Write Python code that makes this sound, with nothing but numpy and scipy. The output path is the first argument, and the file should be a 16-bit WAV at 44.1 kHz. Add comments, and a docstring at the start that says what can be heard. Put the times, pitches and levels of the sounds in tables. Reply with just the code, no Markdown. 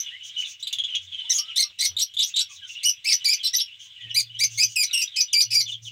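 """A flock of lovebirds in a small brick aviary. First come sharp chips and soft peeps over far rasps,
whistles and chatter; wings puff the air from 0.6 to 2 s. From 1.3 s near birds screech: a vibrating
membrane gives gliding, partly harsh harmonics, the beak filters them, and each call ends in an upward
flick that rings between the walls. A faint hum, swelling near 90 Hz early on, swells near 114 Hz
from 4 s. The screeches stop at 5.6 s, leaving a few peeps and rasps."""
import sys
import numpy as np
from scipy import signal
from scipy.fft import rfft, irfft, next_fast_len
from scipy.io import wavfile
from scipy.ndimage import uniform_filter1d

SR = 44100
rng = np.random.default_rng(int(sys.argv[2]) if len(sys.argv) > 2 else 0)


def dump_mix(stems):
    """Bounce the given channels to the path in sys.argv[1] as a 16-bit WAV at rate SR."""
    frames = np.atleast_2d(stems).T  # one column per channel
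    limited = np.clip(frames, -1, 1)  # hard clip at full scale
    pcm = np.round(limited * 32767).astype(np.int16)
    wavfile.write(sys.argv[1], SR, pcm)


N = 260631


def screeches(edge_s=.007, break_s=.017, drop_octaves=.138):
    """Driven oscillation: the voice catches harshly, swells onto its pitch, sags and breaks into a flick."""
    # (time [s], length [s], attack [s], start pitch [Hz], held pitch [Hz], end pitch before the drop [Hz],
    # level [dB], roughness [1], tilt [dB/octave], beak resonance [Hz], its gain [dB],
    # flick top [Hz], flick level [dB])
    calls = [ (1.296, 0.032, 0.012, 1813, 2080, 2020, -15, 0, 1, 6300, 18.5, 6450, -38),
             (1.325, 0.069, 0.028, 3130, 3430, 3340, -21.5, .45, 7.5, 6960, 14.5, 5580, -20.5),
             (1.560, 0.072, 0.036, 1900, 2129, 2278, -15, 0.24, 6.5, 4080, 14, 5740, -22),
             (1.789, 0.077, .036, 1880, 2200, 2319, -19, .6, 6, 4120, 7.5, 5876, -17),
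             (1.984, 0.046, 0.0042, 3750, 3946, 4210, -20, 0.99, 0.5, 4350, -11.5, 5710, -21),
             (2.186, 0.055, .007, 3625, 3720, 3695, -17, 0.5, -4.5, 3640, -1, 5750, -21),
             (2.359, 0.059, 0.0048, 3700, 3890, 4020, -18, 1.01, -7, 3800, -6, 5780, -25.5),
             (2.832, 0.069, .03, 2100, 2980, 2904, -16.5, 0.16, 3, 5800, 7, 5880, -19),
             (3.045, .066, .028, 2000, 2606, 2420, -18.5, 0.2, 2, 4560, 4, 5366, -22.5),
             (3.112, .03, 0.0081, 2190, 2070, 2085, -20.5, .9, 0.5, 4440, 2, 5890, -16.5),
             (3.244, 0.099, 0.013, 1905, 2317, 2470, -16.5, 0.25, 3.5, 4470, 8, 6080, -20.5),
             (3.433, 0.048, 0.028, 4400, 4084, 4230, -21.5, 0.51, 6, 4200, 6.5, 5420, -24.5),
             (3.533, 0.027, 0.0089, 1898, 1972, 1977, -20, 0.14, 2.5, 5540, 6.5, 5760, -17),
             (3.582, .034, 0.02, 3900, 3720, 3530, -21, 0.5, -8, 4060, 8, 5630, -22),
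             (4.145, 0.064, 0.034, 1940, 2417, 2325, -16.5, 0, 7, 5040, 6, 4860, -30),
             (4.391, 0.057, .028, 1888, 2332, 2465, -18.5, 0.06, 3, 5100, 4.5, 6110, -17.5),
             (4.576, .07, 0.039, 2105, 2506, 2662, -15.5, 0.1, 3, 5750, 14, 6146, -17),
             (4.759, .084, .011, 2895, 2500, 2362, -17, 0.02, 4.5, 4840, 1, 5860, -20.5),
             (4.931, .101, 0.012, 2995, 2842, 2656, -18, .15, 6, 2780, 6, 5860, -22),
             (5.161, .058, 0.013, 1920, 2505, 2520, -17.5, 0.23, 1.5, 4960, 5.5, 6045, -17),
             (5.330, 0.098, 0.012, 3276, 2358, 2459, -16.5, 0.03, 3.5, 5180, 9.5, 5890, -17.5),
             (5.506, 0.047, 0.0242, 2357, 2500, 2537, -20, 0.62, 6, 4750, 2.5, 5730, -20),
             (5.551, .067, .006, 2467, 2393, 2388, -15, 0.04, 4.5, 4750, 9.5, 5900, -21)]
    onset_db, sag_db, effort_db_per_octave = -4.5, -3.5, 10.5
    catch_rough, break_rough = .3, .43
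    out = np.zeros(N)
    for s, length, attack, start_hz, held_hz, end_hz, level_db, *timbre, top_hz, flick_db in calls:
        rough, tilt, gape_hz, gape_db = timbre
        t = np.arange(-edge_s / 2, length + edge_s / 2, 1 / SR)
        catching = np.cos(np.pi / 2 * np.clip(t / attack, 0, 1)) ** 2
        holding = np.interp(t, [min(attack, length), length], [0, 1])
        breaking = np.interp(t, [length - break_s, length], [0, 1])
        pitch = held_hz + (start_hz - held_hz) * catching + (end_hz - held_hz) * holding
        pitch /= 2 ** (drop_octaves * breaking)
        effort_db = level_db + onset_db * catching + sag_db * holding
        effort_db += effort_db_per_octave * np.log2(pitch / held_hz)
        harsh = np.clip(rough + catch_rough * catching + break_rough * breaking, 0, 1)
        voice = syrinx(pitch, harsh, tilt, gape_hz, gape_db, fundamental_db=1)
        add(out, s + t[0], from_db(effort_db) * gate(len(t), edge_s) * voice)
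        rise_s, note = flick(top_hz)
        add(out, s + length - rise_s, from_db(flick_db) * note)
    return out


def flick(top_hz, start_ratio=.72, hold_s=.013, stutter_db=3, fade_db=-3):
    """Upward frequency sweep: a shaking whistle steadies at its top. Returns rise time and note."""
    rise_s = .021 * rng.uniform(.5, 1.3)
    t = np.arange(-rise_s, hold_s, 1 / SR)
    below = np.minimum(t, 0) / t[0]
    pitch = top_hz * (1 - (1 - start_ratio) * below ** 2)
    note = syrinx(pitch, rough=.2 + below, tilt=-2, unsteady=.5)
    level_db = stutter_db * below * wander(200, len(t)) + np.interp(t, [0, hold_s], [0, fade_db])
    return rise_s, gate(len(t), edge_s=.0032) * from_db(level_db) * note


def syrinx(pitch, rough, tilt, gape_hz=SR / 2, gape_db=0, fundamental_db=0, unsteady=1):
    """Source and filter: a membrane's harmonics pass the beak; driven hard, it rattles and hisses."""
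    # Response of throat and beak: (frequency [Hz], gain [dB])
    beak = [(1500, -32.5), (2000, -6), (2450, 2.5), (3200, 5), (4000, 1), (4800, 4), (5900, 0.5),
            (7000, -9.5), (8200, -10.5), (9600, -14), (10600, -22.5), (11800, -19.5), (13200, -28.5),
            (15500, -26.5)]
    rattle_hz, gape_octaves, flicker_db = 520, .22, 4.4
    n = len(pitch)
    # a slower second vibration splits each harmonic into sidebands
    rattle = np.sin(phase_of(rattle_hz * (1 + .16 * wander(120, n))))
    warble = .012 * wander(190, n) + .02 * pitch_breaks(n, step_s=.011)
    shake = .04 * wander(600, n) + .083 * rattle + .05 * pitch_breaks(n, step_s=.007)
    hz = pitch * (1 + rough * shake + unsteady * warble)
    phase = phase_of(hz)
    source = 0
    for k in range(1, 9):
        resonance = np.exp(-(np.log2(k * pitch / gape_hz) / gape_octaves) ** 2)
        harmonic_db = tilt * np.log2(k) + gape_db * resonance + fundamental_db * (k == 1)
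        gain = from_db(harmonic_db + flicker_db * wander(78, n)) * (k * hz < SR / 2)
        hiss = .18 * (rough + .073) * (wander(910, n) + 1j * wander(800, n))
        source += gain * np.real((1 + hiss) * np.exp(1j * k * phase))
    voiced = filtered(source, beak, next_fast_len(2 * n))[:n]
    # the bird's effort, not the passing resonances, sets the level
    even = voiced / np.sqrt(uniform_filter1d(voiced ** 2, size=200) + 1e-12)
    shimmer_db = 1.47 * (rough + .16) * (wander(250, n) - .63)
    return even * from_db(shimmer_db)


def pitch_breaks(size, step_s):
    """State jumps: the membrane slips between random offsets, each held step_s on average."""
    state = np.cumsum(rng.random(size) < 1 / (step_s * SR))
    return uniform_filter1d(rng.standard_normal(size + 1)[state], size=60)


def chips(length_s=.01235, rise_octaves=.12, accent_db=2.5, fade_db=-5):
    """Voiced transients: very short notes snap open, rise in pitch and fade."""
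    # (time [s], centre pitch [Hz], level [dB], roughness [1], tilt [dB/octave])
    notes = [(.001, 5846, -22, 0.2, 0), (0.626, 3760, -27, 0.42, -2), (0.67, 3764, -24.5, 0.83, -2.5),
             (.727, 3497, -20.5, 0.84, -1), (.785, 3394, -17.5, 0.3, -8.5), (0.838, 3210, -21.5, 0.4, -19),
             (.949, 3310, -18.5, 0.8, -7.5), (1.966, 3935, -21.5, .1, -1.5), (2.138, 3560, -36, 0.54, 1),
             (2.167, 3580, -22, .26, -6), (2.34, 3740, -25, 0, -11), (3.565, 5806, -18.5, 0.26, 8)]
    out, n = np.zeros(N), int(length_s * SR)
    rise = 2 ** (rise_octaves * np.linspace(-.5, .5, n))
    envelope = gate(n, edge_s=.0014) * from_db(np.linspace(accent_db, accent_db + fade_db, n))
    for s, hz, level_db, rough, tilt in notes:
        add(out, s, from_db(level_db) * envelope * syrinx(hz * rise, rough, tilt))
    return out


def peeps():
    """Steep spectral tilt leaves each soft contact note a nearly pure glide."""
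    # (time [s], length [s], start pitch [Hz], end pitch [Hz], level [dB])
    notes = [(0.358, 0.051, 2950, 2930, -26.5), (0.407, 0.047, 3100, 2770, -33),
             (.875, 0.073, 3293, 2916, -32.5), (0.934, 0.018, 3074, 2820, -28),
             (1.114, 0.041, 3152, 3055, -28.5), (1.177, 0.05, 2993, 3180, -31),
             (1.475, 0.052, 3358, 2730, -34.5), (2.624, 0.04, 3007, 3300, -37.5),
             (2.689, 0.023, 2885, 2890, -32.5), (2.747, 0.038, 2720, 2980, -31),
             (3.39, 0.022, 3370, 3000, -30), (3.409, 0.012, 3360, 3100, -42.5),
             (3.435, 0.04, 5420, 5470, -27.5), (3.999, 0.056, 3470, 2890, -38),
             (4.093, 0.027, 3593, 2700, -30.5), (4.337, 0.0488, 2880, 3334, -35.5),
             (4.872, 0.015, 3925, 3820, -33), (4.909, .012, 3830, 3720, -27),
             (5.075, 0.0094, 3900, 3430, -30), (5.138, 0.034, 3234, 2990, -31.5),
             (5.277, 0.038, 3740, 3350, -43), (5.654, 0.054, 3730, 2686, -30.5),
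             (5.714, 0.039, 3760, 2905, -28.5), (5.845, 0.053, 3860, 2562, -36)]
    out = np.zeros(N)
    for s, length, start_hz, end_hz, level_db in notes:
        n = int(length * SR)
        voice = syrinx(np.geomspace(start_hz, end_hz, n), rough=.29, tilt=-21)
        add(out, s, from_db(level_db) * gate(n, length / 4) * voice)
    return out


def far_birds(rasp_hz=6150, breath_db=-6):
    """Superposition of distant voices: breathy rasps and thin whistles over the flock's chatter."""
    # (time [s], length [s], level [dB])
    rasps = [(0.223, 0.079, -44), (0.368, 0.067, -40), (0.445, 0.092, -41), (0.594, 0.02, -46),
             (1.003, .061, -54), (2.246, 0.059, -36.5), (2.481, 0.097, -45.5), (2.657, .1, -46),
             (3.78, 0.1, -50), (4.482, 0.13, -42.5), (4.674, 0.074, -42), (5.667, 0.074, -43.5),
             (5.813, 0.087, -45)]
    # Breath noise of a rasp: (frequency [Hz], level [dB])
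    breath_spectrum = [(2000, -17), (4500, 12), (6500, 8.5), (9000, 2), (12000, -23), (15000, 1)]
    # (time [s], length [s], start pitch [Hz], end pitch [Hz], level [dB])
    whistles = [(0.102, 0.072, 1750, 2220, -45.5), (1.235, 0.023, 805, 1000, -61),
                (1.305, 0.24, 1075, 1435, -59), (1.63, 0.037, 1270, 1133, -61),
                (2.401, 0.017, 1640, 1400, -52), (2.485, 0.048, 1186, 1070, -61),
                (2.608, 0.06, 1727, 1370, -56.5), (3.836, 0.083, 1065, 1016, -76),
                (3.971, 0.15, 1977, 1805, -53), (4.886, 0.084, 1390, 1480, -59)]
    tones, breath = np.zeros((2, N))
    for s, length, level_db in rasps:
        add(tones, s, from_db(level_db) * glide(length, rasp_hz, rasp_hz, shake=.0695, shake_hz=694))
        add(breath, s, from_db(level_db + breath_db) * gate(int(length * SR), length / 3))
    for s, length, start_hz, end_hz, level_db in whistles:
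        add(tones, s, from_db(level_db) * glide(length, start_hz, end_hz, shake=.021, shake_hz=154))
    return tones + chatter() + breath * noise(breath_spectrum)


def chatter(count=210, spread_db=10, wash_db=-7):
    """Incoherent summation: the rest of the flock blends into random twitter and a diffuse wash."""
    # Flock activity: (time [s], level [dB])
    activity = [(0, -33.5), (.18, -45.5), (.46, -37), (.56, -49), (.88, -39), (1.06, -46.5), (1.2, -39),
                (1.5, -41), (1.75, -50), (2.1, -50), (2.28, -44), (2.5, -48), (2.78, -42.5), (2.97, -49),
                (3.22, -39), (3.75, -47.5), (4.06, -45.5), (4.28, -49), (4.52, -44), (4.74, -51.5),
                (4.92, -39.5), (5.3, -48), (5.8, -55)]
    # (frequency [Hz], level [dB])
    wash_spectrum = [(1000, -35), (1500, -24.5), (2000, -17.5), (2500, -8.5), (3050, -4.5), (3600, -2.5),
                     (4400, -20.5), (6000, -21.5), (8000, -25.5), (10000, -44.5)]
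    twitter = np.zeros(N)
    for k, (when, long, high, slope, loud) in enumerate(rng.random((count, 5))):
        start_hz = 2650 + 950 * high
        end_hz = start_hz * (.84 + .24 * slope)
        note = glide(.01 + .025 * long, start_hz, end_hz, shake=.05, shake_hz=300)
        add(twitter, (k + when) / count * N / SR, from_db(spread_db * loud) * note)
    level_db = np.interp(np.arange(N) / SR, *np.transpose(activity))
    return from_db(level_db) * (rms_one(twitter) + from_db(wash_db) * noise(wash_spectrum))


def glide(length, start_hz, end_hz, shake, shake_hz):
    """Random frequency modulation broadens the single partial of a far note."""
    n = int(length * SR)
    hz = np.geomspace(start_hz, end_hz, n) * (1 + shake * wander(shake_hz, n))
    return np.sqrt(2) * gate(n, length / 4) * np.sin(phase_of(hz))


def wings(beat_hz=23, rise_s=.011, between_beats=.28):
    """Air displacement: each wing beat pushes a puff that rises fast and dies away."""
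    # (time [s], length [s], level [dB])
    flights = [(0.619, .22, -70.5), (0.895, 0.073, -64.5), (1.24, 0.27, -68), (1.607, 0.13, -64.5),
               (1.82, 0.203, -61.5)]
    # (frequency [Hz], level [dB])
    puff_spectrum = [(60, 5), (150, 7), (300, 2.5), (550, 7), (800, 3), (1400, 7), (4000, 5), (10000, -66)]
    envelope = np.zeros(N)
    for s, length, level_db in flights:
        t = np.arange(int(length * SR)) / SR
        age = t % (1 / beat_hz) / rise_s
        puffs = between_beats + age * np.exp(1 - age)
        add(envelope, s, from_db(level_db) * gate(len(t), rise_s) * puffs)
    return envelope * noise(puff_spectrum)


def low_hum(low_hz=90.5, high_hz=113.2, rest_db=-77.5, rumble_rest_db=-80, rumble_follow_db=-20):
    """Amplitude modulation: two faint tones lie over an uneven rumble that rises with each tonal swell."""
    # (time [s], length [s], pitch [Hz], level [dB])
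    swells = [(.74, 0.17, 89.8, -68), (.92, 0.28, 91.2, -62), (1.851, .2, 90.6, -52.5),
              (2.52, 0.16, 90.5, -69), (3.98, 0.794, 114.4, -52), (5.41, .7, 113.5, -52.5)]
    # (frequency [Hz], level [dB])
    rumble_spectrum = [(20, -20), (60, -3), (110, 0), (170, 1.5), (260, -14), (600, -18.5), (3000, -44)]
    rumble = rms_one(noise(rumble_spectrum) * from_db(4 * wander(9, N)))
    tones = from_db(rest_db) * (hum_tone(low_hz, N) + hum_tone(high_hz, N))
    rumble_gain = np.full(N, from_db(rumble_rest_db))
    for s, length, hz, level_db in swells:
        swell = from_db(level_db) * gate(int(length * SR), edge_s=.099)
        add(tones, s, swell * hum_tone(hz, len(swell)))
        add(rumble_gain, s, from_db(rumble_follow_db) * swell)
    return tones + rumble_gain * rumble


def hum_tone(hz, size, waver=.013, throb_db=3, octave_db=-32):
    """Slow random modulation unsettles the pitch and level of a tone and its faint octave."""
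    phase = phase_of(hz * (1 + waver * wander(32, N)[:size]))
    throb = from_db(throb_db * wander(11, N)[:size])
    return np.sqrt(2) * throb * (np.sin(phase) + from_db(octave_db) * np.sin(2 * phase))


def air(level_db=-71):
    """Stationary broadband noise: a faint, even hiss."""
    # (frequency [Hz], level [dB])
    spectrum = [(30, 8), (150, 6), (300, -4), (900, -7), (1500, -2), (3000, 2), (6000, 2), (8000, -3),
                (10500, -15), (13000, -14), (14600, -1), (16000, -6)]
    return from_db(level_db) * noise(spectrum)


def walls(x, scatter_db=-4.5, scatter_t60_s=.045):
    """Interference: first echoes and scatter off rough brick beat against the direct sound; unit gain."""
    # Reflections off walls and roof: (delay [s], level [dB])
    reflections = [(.0031, -20.5), (.0074, -13.5), (0.0116, -11.5), (0.0158, -14.5), (0.0238, -21),
                   (0.0286, -19)]
    t = np.arange(int(scatter_t60_s * SR)) / SR
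    burst = rng.standard_normal(len(t)) * from_db(-60 * t / scatter_t60_s)
    out = x + from_db(scatter_db) * signal.fftconvolve(x, burst / np.linalg.norm(burst))[:N]
    power = 1 + from_db(scatter_db) ** 2
    for delay_s, level_db in reflections:
        add(out, delay_s, from_db(level_db) * x)
        power += from_db(level_db) ** 2
    return out / np.sqrt(power)


def ring(x, first_echo_s=.0027):
    """Exponential decay: a short, dense ring follows each call; its tail is cut shortest near 9 kHz."""
    # (frequency [Hz], time to fall 60 dB [s])
    decay_times = [(500, 0.15), (3000, 0.15), (6000, 0.13), (9000, 0.031), (14000, 0.13)]
    t = np.arange(SR // 2) / SR
    white, tail = rng.standard_normal((2, len(t))), 0
    edges_hz = np.geomspace(400, 17000, 11)
    for k, band in enumerate(zip(edges_hz, edges_hz[1:])):
        t60 = at_hz(decay_times, np.sqrt(band[0] * band[1]))
        decay = from_db(-60 * t / t60) * (t > first_echo_s)
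        bandpass = signal.butter(2, band, "band", fs=SR, output="sos")
        tail += signal.sosfilt(bandpass, white[k % 2]) * decay / np.linalg.norm(decay)
    return signal.fftconvolve(x, tail)[:N]


def from_db(db):
    """Decibels as an amplitude ratio."""
    return 10 ** (np.asarray(db) / 20)


def rms_one(x):
    """Normalisation to unit power."""
    return x / np.sqrt(np.mean(x ** 2) + 1e-20)


def phase_of(hz):
    """Phase is the integral of frequency."""
    return 2 * np.pi * np.cumsum(hz) / SR


def at_hz(points, hz):
    """Interpolation on a log-frequency axis."""
    frequencies, values = np.transpose(points)
    return np.interp(np.log(np.maximum(hz, 1)), np.log(frequencies), values)


def filtered(x, response, size):
    """Filtering multiplies a spectrum by a frequency response."""
    gain = from_db(at_hz(response, np.fft.rfftfreq(size, 1 / SR)))
    return irfft(rfft(x, size) * gain, size)


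def noise(spectrum):
    """Spectrally shaped noise, rms 1."""
    return rms_one(filtered(rng.standard_normal(N), spectrum, N))


def wander(rate_hz, size):
    """Low-passed noise: a smooth random drift, rms 1."""
    lowpass = signal.butter(2, rate_hz, fs=SR, output="sos")
    return rms_one(signal.sosfilt(lowpass, rng.standard_normal(size + SR // 10))[-size:])


def gate(size, edge_s):
    """Raised-cosine edges open and close a note smoothly."""
    t = np.arange(size) / SR
    return np.sin(np.pi / 2 * np.clip(np.minimum(t, t[::-1]) / edge_s, 0, 1)) ** 2


def add(out, s, sound):
    """Superposes a sound at time s."""
    at = round(s * SR)
    sound, at = sound[max(-at, 0):], max(at, 0)
    out[at:at + len(sound)] += sound[:max(N - at, 0)]


def scene(near_db=-.54, near_wet_db=-9, soft_db=-1, soft_wet_db=-5, far_db=-5, far_wet_db=-2):
    """The direct-to-reverberant ratio falls with distance: near birds mostly direct, far ones mostly echo."""
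    small_throat = signal.butter(6, 1700, "high", fs=SR, output="sos")   # tiny throats radiate no bass
    near = signal.sosfilt(small_throat, screeches())
    soft = signal.sosfilt(small_throat, chips() + peeps())
    far = far_birds()
    early = walls(from_db(near_db) * near + from_db(soft_db) * soft + from_db(far_db) * far)
    late = ring(from_db(near_wet_db) * near + from_db(soft_wet_db) * soft + from_db(far_wet_db) * far)
    return (early + late + wings() + low_hum() + air())[None]


def record(dry, cutoff_hz=15800):
    """Band limiting: a steep low-pass removes the highest treble."""
    return signal.sosfilt(signal.ellip(12, .1, 90, cutoff_hz, fs=SR, output="sos"), dry)


dry = scene()
out = record(dry)
dump_mix(out)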